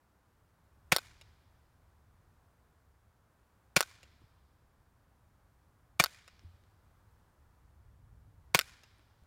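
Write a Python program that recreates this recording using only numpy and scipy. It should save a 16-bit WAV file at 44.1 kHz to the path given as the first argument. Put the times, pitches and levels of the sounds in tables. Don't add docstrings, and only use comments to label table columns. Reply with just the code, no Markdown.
import sys
import numpy as np
from scipy import signal
from scipy.fft import rfft, irfft
from scipy.io import wavfile
from scipy.ndimage import uniform_filter1d

SR = 44100
rng = np.random.default_rng(int(sys.argv[2]) if len(sys.argv) > 2 else 0)


def unload_audio(sound):
    columns = np.transpose(np.atleast_2d(sound))
    steps = np.round(np.clip(columns, -1, 1) * 32767)
    wavfile.write(sys.argv[1], SR, steps.astype(np.int16))


def linear_from_db(decibels):
    return 10 ** (np.asarray(decibels, float) / 20)


N = 408581

# pitch_hz, level_db (per Hz)
HUM_AND_HISS = [(90, -30.5), (150, -3.5), (250, -7), (450, -10), (650, -10), (980, -8.5), (1540, -12.5),
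                (2100, -19.5), (2800, -24.5), (6100, -28), (15100, -29.5), (16700, -33.5)]
# start_s, level_db
WIND_LEVEL = [(0.0, -73.5), (1.08, -66), (2.01, -69.5), (2.27, -66), (2.71, -68.5), (3.61, -69.5),
              (3.82, -66.5), (5.44, -68), (6.06, -66.5), (6.27, -70), (6.44, -66), (7.32, -67.5),
              (7.48, -64), (8.2, -58), (9.05, -69.5), (9.26, -68.5)]
# pitch_hz, level_db (per Hz)
WIND_COLOUR = [(20, -10.5), (40, -5.5), (80, 4), (120, -6), (200, -22.5), (400, -34)]
# muzzle_s, report_db, bolt_round_trip_s, echo_db
SHOTS = [
    (0.9211, -7.5, .0424, -5.5),
    (3.7645, -7, .0423, -4.5),
    (5.998, -7, .0414, -4),
    (8.5467, -6.5, .0441, -3.4),
]
# pitch_hz, level_db, t60_s (time to fade by 60 dB)
TRIGGER_RINGS = [(704, -8.5, 0.012), (1500, -8.5, 0.011), (2200, -9.5, 0.0055), (2816, 0, 0.01),
                 (3800, -2.5, 0.0091), (5200, -3, 0.0048), (6760, -5, 0.0028), (9000, -8.5, 0.0024)]
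# pitch_hz, level_db, t60_s
SUPPRESSOR_RINGS = [(604.8, -7, 0.048), (985, -12.5, 0.028), (1510, -10, 0.053), (1910, -8.5, 0.035),
                    (2463, 8, 0.028), (2664, 0, 0.039), (3050, -7, 0.018), (3536, -2, .01),
                    (4570, 2, 0.0036), (5800, -9, 0.0066), (6660, -7.5, 0.0031), (9260, -10, 0.0027),
                    (13500, -15, .005)]
# share_of_round_trip, level_db (against the report)
BOLT_KNOCKS = [
    (.42, -24),
    (.59, -25.5),
    (.75, -26.5),
]
# pitch_hz, level_db, t60_s
BOLT_RINGS = [(663.7, -11.5, 0.046), (1329.5, -6, .04), (1558, -4, 0.061), (2150, -8, 0.015),
              (3800, -8.5, 0.015), (4570, 1.5, 0.01), (5530, 1, 0.0076), (7170, -9, 0.014),
              (8680, -4.5, .006), (10500, -8, 0.0054), (13240, -2.5, 0.011)]
# pitch_hz, level_db, t60_s
REBOUND_RINGS = [(840, -11.5, .02), (1530, 3.5, 0.04), (2500, -8.5, 0.025), (3700, -6.5, 0.06),
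                 (4530, -2.5, 0.0077), (4970, -1.5, 0.0088), (7060, -12.5, 0.032), (8860, -11, 0.0041)]
# start_s, level_db
RESETS = [
    (1.2121, -45),
    (4.03, -45),
    (6.2775, -44),
    (8.834, -48),
]
# pitch_hz, near_trees_db, near_t60_s, far_trees_db, far_t60_s
TRUNK_ECHOES = [(250, -65, .2, -74.5, 1.1), (702.6, -62.5, 0.54, -75, 0.44), (1500, -58, 0.7, -66.5, 1.8),
                (2500, -49, 0.32, -59.5, 1.3), (4100, -51.5, 0.39, -65, 2.3), (5500, -54, 0.75, -66, 1.6),
                (7500, -53.5, .25, -66, .75), (10000, -52.5, 0.56, -66.5, 0.44),
                (15000, -54.5, .2, -69.5, .5)]
# delay_s, lift_db, spread_s
TREE_ROWS = [
    (.105, -4, 0.014),
    (.132, 3, 0.0022),
    (0.149, 7, 0.0011),
    (0.191, 5, 0.0032),
    (.21, -1.5, .012),
    (0.329, -0.5, 0.005),
]
# pitch_hz, level_db, t60_s
ECHO_RING = (2480, -34.5, 0.015)
# start_s, level_db, pitch_hz
CASE_TICKS = [
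    (4.207, -73.5, 8500),
    (4.218, -64, 1185),
    (6.382, -70, 2500),
    (6.394, -53, 5340),
    (6.434, -70, 9000),
    (6.638, -63.5, 3560),
    (8.983, -67.5, 9000),
    (8.995, -58.5, 2500),
    (9.237, -61, 1190),
]
# start_s, level_db, pitch_hz, t60_s
STAND_KNOCKS = [
    (4.216, -55, 325, 0.025),
    (4.239, -52, 112, 0.056),
    (6.329, -57, 70, .06),
    (6.436, -56, 297, 0.04),
    (6.447, -45, 85.8, 0.36),
    (8.99, -61, 298, .05),
    (9.223, -50, 80, 0.073),
]


def rms_one(x):
    return x / np.sqrt(np.mean(x ** 2) + 1e-20)


def passed(x, order, hz, kind="low"):
    return signal.sosfilt(signal.butter(order, hz, kind, fs=SR, output="sos"), x)


def at_hz(points, hz, column=1):
    table = np.array(points)
    return np.interp(np.log(hz), np.log(table[:, 0]), table[:, column])


def add(track, start_s, sound):
    i = round(start_s * SR)
    track[i:i + len(sound)] += sound[:N - i]


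def drift(rate_hz):
    r = np.exp(-80 * np.pi * rate_hz / SR)
    slow = signal.lfilter([1], [1, -2 * r, r * r], rng.standard_normal(N // 40 + 2002))[2000:]
    return np.interp(np.arange(N) / 40, np.arange(len(slow)), rms_one(slow))


def noise_bands(size, low_hz, high_hz):
    edges = low_hz * 2 ** np.arange(0, np.log2(high_hz / low_hz), 0.5)
    white = rng.standard_normal((2, size))
    for k, low in enumerate(edges):
        high = min(low * np.sqrt(2), 0.45 * SR)
        yield np.sqrt(low * high), passed(white[k % 2], 2, [low, high], "band")


def ring(push, hz, t60_s):
    r = linear_from_db(-60 / (t60_s * SR))
    w = 2 * np.pi * hz / SR
    return signal.lfilter([0, np.sin(w)], [1, -2 * r * np.cos(w), r * r], push)


def strike(rings, level_db, burst_s, rise_s, crack_db, crack_hz):
    t = np.arange(3500) / SR
    push = rng.laplace(size=len(t)) * (1 - np.exp(-t / rise_s)) * np.exp(-t / burst_s)
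    body = 0
    for hz, db, t60_s in rings:
        body = body + rms_one(ring(push, hz, t60_s)) * linear_from_db(db + rng.normal(0, 1.2))
    crack = passed(push, 1, crack_hz)
    sound = rms_one(body) + linear_from_db(crack_db) * rms_one(crack)
    return linear_from_db(level_db) * 0.083 * rms_one(passed(sound, 4, 430, "high"))


def ambience():
    hz = np.maximum(np.fft.rfftfreq(N, 1 / SR), 1)
    noise = irfft(rfft(rng.standard_normal(N)) * linear_from_db(at_hz(HUM_AND_HISS, hz)), N)
    return linear_from_db(-73.5 + 0.5 * drift(0.94)) * rms_one(noise)


def wind():
    gust = drift(1.3)
    rumble = 0
    for hz, noise in noise_bands(size=N, low_hz=20, high_hz=400):
        flutter = drift(7.1)
        rumble = rumble + noise * linear_from_db(at_hz(WIND_COLOUR, hz) + 1.1 * gust + 0.38 * flutter)
    level_db = np.interp(np.arange(N) / SR, *np.transpose(WIND_LEVEL))
    return linear_from_db(level_db) * rms_one(rumble)


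def hammer_fall(out, muzzle_s, db):
    add(out, muzzle_s - 0.0046, strike(TRIGGER_RINGS, db - 21.5, burst_s=0.004, rise_s=0.00035,
                                       crack_db=-0.5, crack_hz=9000))


def gas_burst(out, muzzle_s, db):
    add(out, muzzle_s - 0.0005, strike(SUPPRESSOR_RINGS, db, burst_s=0.0046, rise_s=0.0002,
                                       crack_db=-1.5, crack_hz=6940))
    shove = passed(np.pad(np.hanning(60), (0, 3000)), 2, 60, "high")
    add(out, muzzle_s + 0.0027, -linear_from_db(-21) / 30 * ring(shove, hz=155, t60_s=0.02))


def gas_dip_and_case_pop(out, muzzle_s, db):
    pulse = signal.lfilter([1, -1], [1, -0.97], np.pad(np.hanning(24), (0, 600)))
    add(out, muzzle_s + 0.0042 - 0.0003, -linear_from_db(-11) * pulse)
    add(out, muzzle_s + 0.0073, strike(TRIGGER_RINGS[2:], db - 10.5, burst_s=0.00034, rise_s=0.0001,
                                       crack_db=-2, crack_hz=9000))


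def bolt_travel(out, muzzle_s, db, trip_s):
    for share, knock_db in BOLT_KNOCKS:
        add(out, muzzle_s + share * trip_s, strike(REBOUND_RINGS, db + knock_db, burst_s=0.0013,
                                                   rise_s=0.00026, crack_db=-2, crack_hz=8000))


def bolt_slam(out, slam_s, db):
    add(out, slam_s - 0.0002, strike(BOLT_RINGS, db - 5.5, burst_s=0.0006, rise_s=0.0001,
                                     crack_db=-4, crack_hz=12000))
    add(out, slam_s + 0.0206, strike(REBOUND_RINGS, db - 18.5, burst_s=0.00035, rise_s=0.00019,
                                     crack_db=-6, crack_hz=8010))


def trigger_reset(out, reset_s, db):
    add(out, reset_s, strike(TRIGGER_RINGS, db, burst_s=0.002, rise_s=0.00067, crack_db=-7.5, crack_hz=8105))
    add(out, reset_s + 0.0058, strike(TRIGGER_RINGS[:6], db - 7, burst_s=0.0011, rise_s=0.00026,
                                      crack_db=-23, crack_hz=4300))


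def rifle():
    out = np.zeros(N)
    for (muzzle_s, db, trip_s, _), (reset_s, reset_db) in zip(SHOTS, RESETS):
        hammer_fall(out, muzzle_s, db)
        gas_burst(out, muzzle_s, db)
        gas_dip_and_case_pop(out, muzzle_s, db)
        bolt_travel(out, muzzle_s, db, trip_s)
        bolt_slam(out, muzzle_s + trip_s, db)
        trigger_reset(out, reset_s, reset_db)
    return out


def ground(x):
    delay_s, level_db = 0.0055, -5
    dull = passed(x, 1, 7000)
    middle = passed(dull, 1, [300, 1500], "band")
    reflection = dull - (1 - linear_from_db(-6)) * middle
    return x + linear_from_db(level_db) * np.roll(reflection, round(delay_s * SR))


def woods():
    t = np.arange(60000) / SR
    out = np.zeros(N)
    lift_db = sum(db * np.exp(-0.5 * ((t - delay_s) / spread_s) ** 2) for delay_s, db, spread_s in TREE_ROWS)
    lumps = rms_one(uniform_filter1d(rng.standard_normal(len(t)), 200))
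    lift_db += 3.2 * lumps * np.exp(-t / 0.25)
    ring_hz, ring_db, ring_t60_s = ECHO_RING
    for muzzle_s, _, _, echo_db in SHOTS:
        echoes = 0
        for hz, noise in noise_bands(size=len(t), low_hz=167, high_hz=17000):
            near_db, near_t60_s, far_db, far_t60_s = (at_hz(TRUNK_ECHOES, hz, column=c) for c in (1, 2, 3, 4))
            near = linear_from_db(near_db - 60 * t / near_t60_s)
            far = linear_from_db(far_db - 60 * t / far_t60_s)
            echoes = echoes + rms_one(noise) * (near + far)
        echoes = echoes + linear_from_db(ring_db) * ring(echoes, ring_hz, ring_t60_s)
        fade_in = np.clip(t / 0.0033, 0, 1)
        add(out, muzzle_s, echoes * linear_from_db(lift_db + echo_db) * fade_in)
    return out


def case_ticks():
    out = np.zeros(N)
    for start_s, db, hz in CASE_TICKS:
        rings = [(hz, 2.5, 0.016), (0.59 * hz, -3, 0.002), (0.9 * hz, -3, 0.004)]  # pitch_hz, level_db, t60_s
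        add(out, start_s, strike(rings, db, burst_s=0.00023, rise_s=0.0001, crack_db=-7.5, crack_hz=4000))
    return out


def stand_knocks():
    out = np.zeros(N)
    bump = np.pad(np.hanning(60), (0, 15000))
    for start_s, db, hz, t60_s in STAND_KNOCKS:
        add(out, start_s, linear_from_db(db) / 30 * ring(bump, hz, t60_s))
    return out


def scene():
    background = ambience() + wind()
    shots = ground(rifle()) + woods()
    return (background + shots + case_ticks() + stand_knocks())[None]


def top_cut(x):
    return signal.sosfilt(signal.butter(12, 16840, fs=SR, output="sos"), x)


def record(dry):
    mix = passed(dry, 12, 16000)
    return top_cut(mix)


dry = scene()
out = record(dry)
unload_audio(out)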